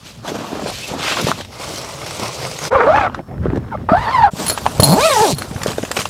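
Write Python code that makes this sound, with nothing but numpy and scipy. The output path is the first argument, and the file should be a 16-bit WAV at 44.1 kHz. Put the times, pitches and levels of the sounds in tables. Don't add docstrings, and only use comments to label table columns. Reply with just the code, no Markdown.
import sys
import numpy as np
from scipy import signal
from scipy.fft import rfft, irfft, next_fast_len
from scipy.io import wavfile
from scipy.ndimage import uniform_filter1d, map_coordinates

SR = 44100
rng = np.random.default_rng(int(sys.argv[2]) if len(sys.argv) > 2 else 0)


def decibels_to_gain(level_db):
    exponent = np.asarray(level_db, float) / 20
    return 10 ** exponent


def master_out(mix):
    frames = np.transpose(np.atleast_2d(mix))
    ceiling = np.clip(frames, -1, 1)
    pcm = np.round(ceiling * 32767).astype(np.int16)
    wavfile.write(sys.argv[1], SR, pcm)


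N = 268965
T = np.arange(N) / SR
CLICK_RISE_S = 0.0008


def unit(x):
    return x / np.sqrt(np.mean(x ** 2) + 1e-20)


def curves(rows):
    s, *cols = np.transpose(rows)
    gate = np.clip(np.minimum(T - s[0], s[-1] - T) / 0.0035 + 0.5, 0, 1)
    return [np.interp(T, s, c) for c in cols] + [gate]


def wobble(rate):
    coarse = T[::16]
    knots = rng.standard_normal(int(N * rate / SR) + 4)
    return np.interp(T, coarse, map_coordinates(knots, [coarse * rate]))


def blur(rate):
    return (wobble(rate) + 1j * wobble(rate)) / np.sqrt(2)


def coloured(x, points, lo_hz, hi_hz):
    m = 2 * next_fast_len(N // 2 + 4096)
    hz = np.fft.rfftfreq(m, 1 / SR) + 1
    f, db = np.transpose(points)
    edges = 1 / np.sqrt((1 + (lo_hz / hz) ** 6) * (1 + (hz / hi_hz) ** 6))
    gain = decibels_to_gain(np.interp(np.log(hz), np.log(f), db)) * edges
    cep = irfft(np.log(gain + 1e-6), m)
    cep[1:m // 2] *= 2
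    cep[m // 2 + 1:] = 0
    return unit(irfft(rfft(x, m) * np.exp(rfft(cep)), m)[:N])


def grainy(patchy_db, per_s, spread_db):
    z = signal.stft(rng.standard_normal(N), nperseg=512)[2]
    field = uniform_filter1d(rng.standard_normal(z.shape), size=7, axis=0)
    field = unit(uniform_filter1d(field, size=7, axis=1))
    bed = unit(signal.istft(z * decibels_to_gain(patchy_db * field), nperseg=512)[1][:N])
    sizes = decibels_to_gain(spread_db * np.minimum(rng.exponential(size=N), 4))
    starts = (rng.random(N) < per_s / SR) * sizes
    burst = signal.lfilter([1], [1, -np.exp(-1 / (0.0014 * SR))], starts)
    return bed * (1 + 0.33 * burst)


def add(out, s, piece):
    part = out[round(s * SR):][:len(piece)]
    part += piece[:len(part)]


def strokes(rows, spans, rest_db):
    attack_db_per_s, release_db_per_s = 345, 263
    s, length, press_db, slide_db = np.transpose(rows)[..., None]
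    t = T[::16]
    build_db = attack_db_per_s * (s - t).clip(0)
    die_db = release_db_per_s * (t - s - length).clip(0)
    shape_db = press_db - build_db - die_db
    gate = sum((T >= a) * (T < b) for a, b in spans)

    def total(db, floor_db):
        power = decibels_to_gain(2 * floor_db) + decibels_to_gain(2 * db).sum(axis=0)
        return gate * np.interp(T, t, np.sqrt(power))

    return total(shape_db, rest_db), total(shape_db + slide_db, rest_db + np.mean(slide_db))


# start in seconds, length in seconds, pressure in dB, slide in dB re pressure.
STROKES = [(0.066, 0.033, -51, 14.5), (0.284, 0.015, -23, -6), (0.333, 0.31, -27.5, -7.5),
           (0.67, 0.033, -29.5, 1.5), (0.732, 0.19, -38.5, 9.5), (0.925, 0.037, -24, -16),
           (0.986, 0.015, -29.5, -1), (1.036, 0.088, -27.5, 3.5), (1.161, .14, -24, 0.5),
           (1.356, 0.059, -33.5, 1.5), (4.386, 0.052, -24.5, -3.5), (4.472, 0.036, -25, -3.5),
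           (4.57, 0.4, -31.5, -4.5), (5.372, 0.2, -34, -6), (5.623, 0.1, -27, -7),
           (5.77, 0.12, -34.5, -2.5), (5.97, 0.05, -26.5, -1.5), (6.055, 0.026, -36, -0.5)]
# [s, s, dB, dB].
TUGS = [(1.53, 0.067, -34, -6), (1.619, 0.026, -27, -4.5), (1.68, .14, -30, -3), (1.85, 0.2, -31.5, -5.5),
        (2.07, 0.11, -30.5, -3.5), (2.199, 0.086, -24.5, -7.5), (2.33, 0.058, -31.5, -2),
        (2.423, 0.046, -25, -6.5), (2.51, 0.07, -34.5, -0.5), (2.621, 0.053, -25.5, -4)]
# [s, s, dB, dB].
REACHES = [(3.079, 0.12, -29.5, -20.5), (3.29, 0.027, -36.5, -25), (3.355, 0.01, -34, -33),
           (3.433, 0.14, -28, -21), (3.63, 0.055, -31, -22), (3.715, .045, -33.5, -16.5),
           (3.8, 0.14, -33, -20.5)]
# frequency in Hz, level in dB per Hz.
NEAR_WEAVE = [(53, -16), (90, -2), (201, -0.5), (376, -4), (579, -3.5), (819, -6.5), (3270, -13.5),
              (7620, -16.5), (14600, -26.5), (15900, -38)]
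# frequency in Hz, level in dB per Hz.
DRAGGED_FLAP = [(53, -31), (90, 2), (130, 4.5), (260, -16), (303, -9), (579, -4.5), (735, -9), (1160, -9),
                (1750, -14.5), (2120, -4.5), (4000, -8.5), (5500, -10.5), (7000, -19), (8200, -20),
                (9880, -24.5), (14900, -35.5), (15900, -40)]
# frequency in Hz, level in dB per Hz.
FAR_WEAVE = [(53, -28), (90, -7), (401, -9), (784, -18), (855, -20.5), (1470, -21), (1640, -20),
             (3000, -24.5), (15900, -51)]
HANDLED = [
    [(0, 1.5), (4.306, 6.1)],
    [(1.5, 2.704)],
    [(2.704, 4.306)],
]
# resting level in dB, sheen in dB re swish, unrest as a factor.
FEEL = [
    (-43.5, -11.5, 0.71),
    (-48, -0.5, 0.43),
    (-42.5, -14, 1),
]


def cloth():
    out = np.zeros(N)
    jerk = 1.1 * wobble(25) + 1.6 * wobble(70)
    closer_db = 8.5 * (T > CUTS[1][0])
    weaves, handling = (NEAR_WEAVE, DRAGGED_FLAP, FAR_WEAVE), (STROKES, TUGS, REACHES)
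    for weave, rows, spans, (rest_db, sheen_db, unrest) in zip(weaves, handling, HANDLED, FEEL):
        hand = decibels_to_gain(unrest * jerk)
        folds = grainy(patchy_db=3.9 * unrest, per_s=200, spread_db=4.5) * decibels_to_gain(1.2 * unrest * wobble(50))
        crumple = coloured(folds * hand, weave, 152, 1410)
        rub = grainy(patchy_db=1.76 * unrest, per_s=120, spread_db=1.0)
        swish = coloured(rub * hand, weave, 2400, 6030)
        threads = grainy(patchy_db=4.9 * unrest, per_s=150, spread_db=5.0)
        sheen = coloured(threads * hand, weave, 6150, 19000)
        press, slide = strokes(rows, spans, rest_db)
        out += press * crumple + slide * (decibels_to_gain(-2.5) * swish + decibels_to_gain(sheen_db + closer_db) * sheen)
    return out


# time in seconds, teeth per second, drag in dB, singing in dB.
PULL_A = [(2.704, 422, -17, -19), (2.752, 574, -9.5, -11.5), (2.79, 484, -12, -15), (2.855, 450, -11, -21),
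          (2.89, 586, -11.5, -9.5), (2.94, 764, -10, -14.5), (2.98, 875, -12, -25),
          (3.055, 730, -11.5, -22), (3.081, 650, -17, -36)]
PULL_B = [(3.887, 623.1, -12.5, -29), (3.935, 665.3, -20.5, -13), (4.01, 976, -21.5, -35),
          (4.095, 886, -14.5, -28), (4.125, 1075, -15, -24), (4.199, 929, -17.5, -12.5),
          (4.263, 825, -17, -12.5), (4.281, 669, -10.5, -22.5), (4.305, 673, -34, -42)]
PULL_C = [(4.819, 136.2, -12, -28), (4.904, 145.8, -10, -13.5), (4.938, 198.5, -13.5, -13.5),
          (4.998, 494, -14.5, -21.5), (5.063, 677.9, -19.5, -17), (5.186, 410.8, -23.5, -25.5),
          (5.233, 454.5, -20.5, -14.5), (5.306, 236.6, -14.5, -27.5), (5.35, 118, -52, -24)]
# timing scatter in tooth gaps, noise share 0-1, tone blur 0-1, kick of a bent tooth in dB.
SLIDER = [
    (.085, .75, .5, 0),
    (.1, .8, .72, 3),
    (.04, .7, .4, 2),
]
OVERTONES = [
    (-11.5, -44, -26, -41, -58),
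    (-15.5, -25, -27.5, -40, -39),
    (-7.5, -6, -15.5, -17.5, -19.5),
]
# frequency in Hz, level in dB per Hz.
PANEL = [
    [(88, -75), (150, -12), (327, -8.5), (438, -17.5), (575, -2.5), (1010, -5.5), (1230, -0.5),
     (1900, -14.5), (2300, -13), (2750, -22.5), (4500, -30), (9520, -46.5), (15800, -53)],
    [(88, -55), (150, -31), (587, -16.5), (955, -11), (1380, -15.5), (2000, -25.5), (2480, -29),
     (4720, -37.5), (5630, -46.5), (15800, -54)],
    [(88, -82), (150, -4), (285, -10.5), (438, -10), (647, -1.5), (727, -12), (866, -5.5), (1500, -23.5),
     (5000, -25), (5600, -28), (6200, -25.5), (7390, -25), (15800, -35)],
]
# octave tone in dB, its share of the singing swings,
# hiss in dB at 500 teeth per s, hiss in dB per octave of speed.
VOICE = [
    (-27, 0.082, -35, 2.5),
    (-29, 0.4, -48, 11.5),
    (-21, 0.11, -25.5, 1.5),
]
# frequency in Hz, half width in Hz, gain in dB.
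CROSSED = [
    [(557, 59, 0.5), (1160, 65, 4.5), (2250, 300, 1.5)],
    [(800, 82, 3.5), (1300, 84, 7.5), (1700, 71, 3), (4400, 500, 10)],
    [(630, 73, 0.5), (880, 52, 8.5), (2000, 430, -4.5), (2780, 320, 2), (4000, 700, 10.5)],
]
# time in seconds, half width in seconds, share of speed.
LURCHES = [(2.8, 0.0097, -0.057), (2.831, 0.0094, 0.073), (2.958, 0.0082, 0.057), (4.04, 0.013, 0.046),
           (4.067, .012, -0.05), (4.205, .01, -.03), (4.232, 0.0071, 0.065), (4.247, 0.0059, -.07)]
# time in seconds, level change in dB.
SNAGS = [(2.783, -3), (2.806, -4), (2.853, -3.5), (2.927, -3), (2.975, 0), (2.992, -5), (3.012, -26),
         (4.051, -3), (4.116, -13), (4.17, -4), (4.209, -11), (4.241, -3), (4.269, -5.5), (4.963, -9),
         (5.13, 1.5), (5.196, 1), (5.262, -1)]


def zipper(rows, slider, overtones, panel, voice, crossed):
    rate, rasp_db, first_db, gate = curves(rows)
    rate = rate * (1 + sum(part * np.exp(-((T - s) / width) ** 2) for s, width, part in LURCHES))
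    speed_octaves = np.log2(rate / 500)
    octave_db, share, hiss_db, hiss_db_per_octave = voice
    scatter, noisy, smear, bent_db = slider

    start_s, stop_s = 0.0053, 0.03
    moving = np.clip(np.minimum((T - rows[0][0]) / start_s, (rows[-1][0] - T) / stop_s), 0.03, 1)
    second_db = octave_db + share * (first_db + 15) + 20 * np.log10(moving)
    hiss_db = hiss_db + hiss_db_per_octave * speed_octaves + 20 * np.log10(moving)
    hiss_db += -7.5 * np.exp(-((T - 4.96) / 0.045) ** 2)

    fast = np.clip(rate / 400, 0.3, 1)
    teeth = np.cumsum(rate) / SR + scatter * (wobble(120) + wobble(45))

    def flutter(depth_db):
        return decibels_to_gain(depth_db * wobble(70))

    def lift(k):
        return decibels_to_gain(sum(db / (1 + ((k * rate - hz) / width) ** 2) for hz, width, db in crossed))

    def smeared(k):
        return 1.2 - 0.07 * k + (1.1 + 0.08 * k) * smear * blur(200 + 40 * k)

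    tone = lift(1) * decibels_to_gain(first_db + 5.5) * (1 + smear * fast * blur(160)) * np.exp(2j * np.pi * teeth)
    for k, db in enumerate((0, *overtones), start=2):
        bright_db = 1.5 * (k - 0.5) * speed_octaves
        level = decibels_to_gain(second_db + 3.5 + db + bright_db) * lift(k) * flutter(0.58 * k)
        tone += level * smeared(k) * np.exp(2j * np.pi * k * teeth)
    snag_s = 0.012
    tone = tone.imag * decibels_to_gain(sum(dip_db * np.exp(-((T - s) / snag_s) ** 2) for s, dip_db in SNAGS))

    kicks = np.diff(np.floor(teeth), prepend=0).clip(0)
    kicks = kicks * decibels_to_gain(1.4 * rng.standard_normal(N)) * gate / np.sqrt(rate)
    bent = kicks * decibels_to_gain(bent_db * (rng.random(N) < 0.04))
    gated = grainy(patchy_db=3.5, per_s=180, spread_db=1.5) * np.exp(-2.5 * (teeth % 1)) * gate
    grit = np.sqrt(1 - noisy * fast) * unit(bent) + np.sqrt(noisy * fast) * unit(gated)
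    rasp = decibels_to_gain(rasp_db - 4.5) * flutter(2.6) * coloured(grit, panel, 194, 1990)
    spray = unit(gated) + 0.39 * unit(kicks)
    hiss = decibels_to_gain(hiss_db + 4.5) * flutter(0.12) * coloured(spray, panel, 2220, 11200)
    return gate * (tone + np.sqrt(np.mean(gate)) * (rasp + hiss))


# time in seconds, peak in dB, upper modes in dB.
JINGLE = [(4.462, -23.5, 3.5), (4.48, -19, 5), (4.4979, -8.5, -1.5), (4.5247, -24.5, 1.5),
          (4.8002, -11.5, -1), (4.8329, -2.5, -2), (5.312, -24, -6), (5.346, -30, -6), (5.384, -22.5, -1),
          (5.421, -26.5, -12)]
# frequency in Hz, level in dB, 60 dB decay time in seconds.
TAB = [(4240, 1, .06), (4370, -3, .05), (5335, -16, .045), (6870, -12, .07), (7560, -13, .03),
       (10220, 3, .075), (13900, -4, .06), (8530, -8, .014), (8860, -8, .016), (11200, -12, .03),
       (12750, -10, .02), (14850, -12, .04), (3600, -14, .02), (4680, -11, .03)]


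def pull_tab():
    out, t = np.zeros(N), np.arange(SR // 4) / SR
    start, end = 4.85, 4.936
    shakes = []
    for s in np.linspace(start, end, num=13):
        fade_db = -2.5 * (s - start) / (end - start)
        shakes.append((s + 0.0013 * rng.standard_normal(), -16 + fade_db, -3.5))
    for s, db, upper_db in JINGLE + shakes:
        spread = 0.008 if start - 0.006 < s < end + 0.006 else 0.003
        ring = np.zeros(len(t))
        for hz, level, t60 in TAB:
            luck, detune = rng.standard_normal(2)
            mode_db = level + upper_db * (hz > 9000) + 1.8 * luck
            ring += decibels_to_gain(mode_db - 60 * t / t60) * np.sin(2 * np.pi * hz * (1 + spread * detune) * t)
        crack = np.diff(rng.standard_normal(len(t) + 1))
        ring += decibels_to_gain(-11 + upper_db / 2 - 60 * t / 0.012) * crack
        add(out, s, decibels_to_gain(db - 4.0) * ring * (1 - np.exp(-t / 0.000073)))
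    return out * decibels_to_gain(4 * wobble(300))


# time in seconds, peak in dB, pitch in Hz.
POPS = [(.28, -19, 695), (.318, -12, 386), (.489, -18, 600), (.519, -15, 486), (0.53, -10.5, 286),
        (.554, -14, 576), (0.595, -13, 620), (0.625, -17, 452), (.661, -8.5, 540), (0.7, -16, 471),
        (1.2688, -3.5, 500), (1.316, 1.5, 1190), (3.147, -8, 1240), (3.192, -13, 700), (3.098, -14, 945),
        (3.428, -29, 394), (3.4565, -3, 396), (3.465, -7, 450), (3.502, -9, 297), (3.533, -4.5, 298),
        (3.572, -12, 520), (3.577, -8, 300), (3.596, -32, 300), (3.384, -22, 260), (3.783, -21, 296),
        (3.895, -17, 1190), (4.576, -6.5, 930), (4.657, -7, 880), (4.664, 8.5, 860), (4.798, 7, 527.5),
        (4.829, -5, 570), (5.661, -2.5, 497), (5.702, -14, 455), (5.783, -4, 500), (5.8359, -8.5, 510),
        (5.909, -14, 483), (5.967, -9.5, 665), (5.977, -12, 420), (5.791, -15, 297), (6.056, -8, 1170)]
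# time in seconds, peak in dB, pitch in Hz.
THUMPS = [(0.225, -33, 180), (0.914, -16, 168), (1.243, -8, 149), (2.75, -14.5, 90), (2.988, -18, 80),
          (3.482, -6.5, 131), (3.555, -9.5, 244), (3.918, 2, 215), (3.978, -12.5, 69.25), (4.271, -20, 70),
          (4.334, -12.5, 172), (4.795, 0.5, 119), (4.827, -3, 156.6), (5.208, -12.5, 153),
          (5.332, -11, 105.6), (5.511, -15, 194), (5.557, -13.5, 104), (5.681, -9.5, 165),
          (5.831, -12, 224), (5.988, -16.5, 144)]


def pops():
    out, t = np.zeros(N), np.arange(SR // 10) / SR
    for s, db, hz in POPS + THUMPS:
        cycles = 2.3 + 0.32 * np.log2(hz / 300)
        turn = hz * t * (1 - 1.3 * t)
        swell = turn / (0.19 * cycles)
        envelope = swell * np.exp(1 - swell)
        edge = 0.17 * np.sin(2 * np.pi * 3.08 * turn) * envelope
        add(out, s, decibels_to_gain(db - 1.5) * (np.sin(2 * np.pi * turn) - edge) * envelope)
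    return out


# time in seconds, peak in dB, pitch in Hz.
CLICKS = [(0.2788, -7, 3370), (.9978, -30, 1280), (1.0065, -12, 2060), (1.029, -4, 3270),
          (1.186, -13, 3000), (1.314, -14, 4000), (1.409, -7, 3100), (1.448, -12, 3730), (1.789, -11, 4350),
          (1.8455, -9, 5660), (2.0157, -7.5, 2210), (2.0615, -9, 5660), (2.108, -7, 5600),
          (2.258, -5, 2560), (2.4502, -3, 2100), (2.513, -6, 4900), (2.588, -4, 6430), (2.6298, -24, 5200),
          (2.651, -2, 5100), (2.7473, -20, 2160), (2.893, -23, 2304), (2.9598, -13.5, 1896),
          (2.9756, -22, 2190), (3.029, -29, 2080), (3.066, -22, 2303), (3.145, -6, 1900),
          (3.1925, -35, 1800), (3.558, -22, 4240), (3.573, -21, 4000), (3.921, -22, 3488),
          (4.4644, 0, 8600), (4.468, -12, 7000), (4.4796, -8, 8650), (4.4824, -3, 6900), (4.497, 5, 7360),
          (4.578, 2, 1600), (4.663, 3.5, 1700), (4.7997, 3.5, 10840), (4.832, -16, 4380),
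          (5.384, -8.5, 11900), (5.5122, -12, 1500), (5.5617, -8, 1570), (5.617, -4, 1940),
          (5.633, 0.5, 7200), (5.6689, -2.5, 6260), (5.679, -3, 3280), (5.687, -8, 3030),
          (5.7032, -5.5, 3090), (5.716, -5, 4000), (5.731, -8.5, 2520), (5.761, -15, 1800),
          (5.781, -7.5, 3680), (5.829, -7, 2950), (5.85, -6, 2540), (5.914, 3.5, 7560), (5.966, 1, 2960),
          (5.998, -2, 4960), (6.006, -5, 5500), (6.016, -4, 2960), (6.054, 0.5, 2750)]
# time in seconds, peak in dB, pitch in Hz.
CREASES = [(1.064, -1.5, 1300), (1.08, 0.5, 2450), (1.1215, -1, 2700), (1.1701, 0.5, 1060),
           (1.197, -4, 1390), (5.97, 0.5, 2470), (5.989, -0.5, 2350)]


def clicks():
    out, t = np.zeros(N), np.arange(SR // 10) / SR
    crack = coloured(rng.standard_normal(N), NEAR_WEAVE, 580, 22000)
    events = [(s, db, hz, 0.026) for s, db, hz in CLICKS]
    events += [(s, db, hz * (1 + 0.018 * rng.standard_normal()), 0.035) for s, db, hz in CREASES]
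    for s, db, hz, t60 in events:
        ring = 0.3 * np.sin(2 * np.pi * hz * t) * decibels_to_gain(-130 * t / t60)
        top_hz = min(2.2 * hz, 20000)
        piece = np.roll(crack, -round(s * SR))[:len(t)]
        spray = signal.lfilter(*signal.butter(2, top_hz / (SR / 2)), piece)
        noise = 0.21 * spray * decibels_to_gain(-60 * t / t60)
        add(out, s, decibels_to_gain(db) * (ring + noise) * (1 - np.exp(-t / CLICK_RISE_S)))
    return out


# time in seconds, peak in dB, pitch in Hz.
TICKS = [(2.4024, -20, 1520), (2.7944, -16.5, 1480), (2.8325, -5.5, 1500), (2.8444, -10, 1500),
         (2.9602, 0, 1510), (2.9754, -0.5, 1500), (3.0124, -7.5, 1505), (3.0644, -9, 1500),
         (3.2954, -35, 1500), (3.3119, -27, 1500), (3.3588, -36, 1500), (3.3714, -32, 1470),
         (3.3802, -25, 1490), (3.4151, -37, 1500), (3.4276, -34, 1500), (3.4364, -26, 1500),
         (3.4524, -17, 1500), (3.4694, -19, 1500), (3.5019, -25, 1500), (3.5019, -19, 1500),
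         (3.5314, -23, 1500), (3.5583, -18, 1500), (3.5718, -19, 1500), (3.6004, -28, 1500),
         (3.6314, -32, 1500), (3.6414, -30, 1500), (3.685, -30, 1500), (3.7095, -26, 1500),
         (3.7444, -24, 1500), (3.7738, -24, 1500), (3.8152, -30, 1500), (3.8294, -35, 1500),
         (4.2233, -8, 1500), (5.2031, -9, 1498), (5.4211, -6.5, 1500)]


def ticks():
    out, t = np.zeros(N), np.arange(SR // 40) / SR
    dull = [(500, 0.5), (2000, -4), (4000, -16), (15000, -50)]  # (Hz, dB)
    spit = coloured(rng.standard_normal(N), dull, 500, 5000)
    rise = 1 - np.exp(-t / CLICK_RISE_S)
    for s, db, hz in TICKS:
        swell = hz * t / 0.71
        snap = 0.74 * np.sin(2 * np.pi * hz * t) * (swell * np.exp(1 - swell)) ** 2
        noise = 0.5 * rise * spit[round(s * SR):][:len(t)] * decibels_to_gain(-60 * t / 0.01)
        add(out, s, decibels_to_gain(db - 1.8) * (snap + noise))
    return out


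# time in seconds, level in dB.
SCRUNCH = [(.99, -30), (1.03, -25.5), (1.08, -20.5), (1.14, -22), (1.155, -36), (1.17, -23), (1.2, -25),
           (1.23, -48)]


def scrunch():
    level_db, gate = curves(SCRUNCH)
    crackle = grainy(patchy_db=0.5, per_s=360, spread_db=0.0)
    bunched = [(800, -4.0), (1300, 3.0), (2000, -3), (3200, 0.5), (5000, -7)]  # (Hz, dB)
    return gate * decibels_to_gain(level_db) * coloured(crackle, bunched, 930, 4900)


# start in
# seconds, length in seconds, from Hz, to Hz, level in dB, unevenness 0-1.
CHIRPS = [(0.813, 0.048, 2510, 2710, -30, .25), (0.836, 0.036, 2750, 2430, -29, .25),
          (1.736, 0.053, 2970, 3190, -35, .4), (3.712, 0.05, 960, 800, -21, .7),
          (3.74, 0.025, 640, 576, -20, .5), (3.708, 0.04, 1510, 1300, -29, .9),
          (3.738, 0.025, 1400, 1150, -25, .9), (3.72, .04, 2250, 2100, -40, .9),
          (5.235, .1, 5500, 5850, -27, .9), (5.14, .03, 6000, 5900, -28, .9),
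          (5.25, .08, 7300, 7200, -31, .9), (2.575, .03, 6600, 6500, -33, .9)]


def chirps():
    out, slip = np.zeros(N), blur(260)
    for s, length, from_hz, to_hz, db, uneven in CHIRPS:
        u = np.arange(round(length * SR)) / (length * SR)
        grip = 1 - uneven / 2 + uneven * slip[round(s * SR):][:len(u)]
        phase = 2 * np.pi * np.cumsum(from_hz + (to_hz - from_hz) * u) / SR
        add(out, s, decibels_to_gain(db + 0.5) * np.sin(np.pi * u) * (grip * np.exp(1j * phase)).imag)
    return out


# time in seconds, level in dB.
BILLOW = [(0, -48), (.3, -39.5), (.71, -39), (1.25, -43), (1.45, -39), (2.6, -40.5), (2.95, -31.5),
          (3.3, -34.5), (3.5, -22), (3.75, -30), (3.98, -31.5), (4.25, -29.5), (4.4, -47), (4.8, -24.5),
          (5.1, -37), (5.6, -33), (6.1, -35.5)]
# frequency in Hz, level in dB per Hz.
AIR = [(11, -22), (18, -18), (70, 1), (121, 3), (168, -3), (250, 3.5), (320, -35), (550, -120)]


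def billow():
    lumps = rng.standard_normal(N) * decibels_to_gain(3.6 * wobble(14))
    return decibels_to_gain(curves(BILLOW)[0] + 2.0) * coloured(lumps, AIR, 15, 176)


def insect():
    hz, width_hz, db = 5400, 40, -64
    line = np.sin(2 * np.pi * hz * T + 0.68 * wobble(width_hz)) * decibels_to_gain(1.4 * wobble(width_hz))
    return decibels_to_gain(db) * line * (T > CUTS[0][0]) * (T < CUTS[1][0])


def self_noise():
    return decibels_to_gain(-61.0) * coloured(rng.standard_normal(N), [(1000, -2), (16000, -11)], 3000, 16800)


# time in seconds, fade in seconds.
CUTS = [
    (2.703, 0.024),
    (4.305, 0.012),
]


def scene():
    hard = pops() + clicks() + pull_tab() + chirps() + ticks()
    pulls = zip((PULL_A, PULL_B, PULL_C), SLIDER, OVERTONES, PANEL, VOICE, CROSSED)
    hard += sum(zipper(*pull) for pull in pulls)
    t = np.arange(SR // 10) / SR
    walls = rng.standard_normal(len(t)) * decibels_to_gain(-60 * t / 0.059)
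    delayed = np.pad(hard, (130, 0))
    wet = signal.fftconvolve(delayed, walls / np.linalg.norm(walls))[:N]
    mix = hard + decibels_to_gain(-10.5) * wet + cloth() + billow() + insect() + self_noise() + scrunch()
    for s, fade in CUTS:
        mix = mix * np.clip(np.abs(T - s) / fade, 0.05, 1)
    return np.array([mix, mix])


def band_limit(x):
    return signal.sosfilt(signal.butter(12, 16220, fs=SR, output="sos"), x)


def record(dry):
    x = signal.lfilter(*signal.butter(2, 45 / (SR / 2), "high"), dry)
    x = x / (1 + np.abs(x) ** 12) ** (1 / 12)
    x = signal.sosfiltfilt(signal.butter(16, 16100 / (SR / 2), output="sos"), x)
    trace = decibels_to_gain(np.minimum(-40 + 10 * wobble(12), -22)) * wobble(60) * x[0]
    return band_limit(x + [trace, -trace])


dry = scene()
out = record(dry)
master_out(out)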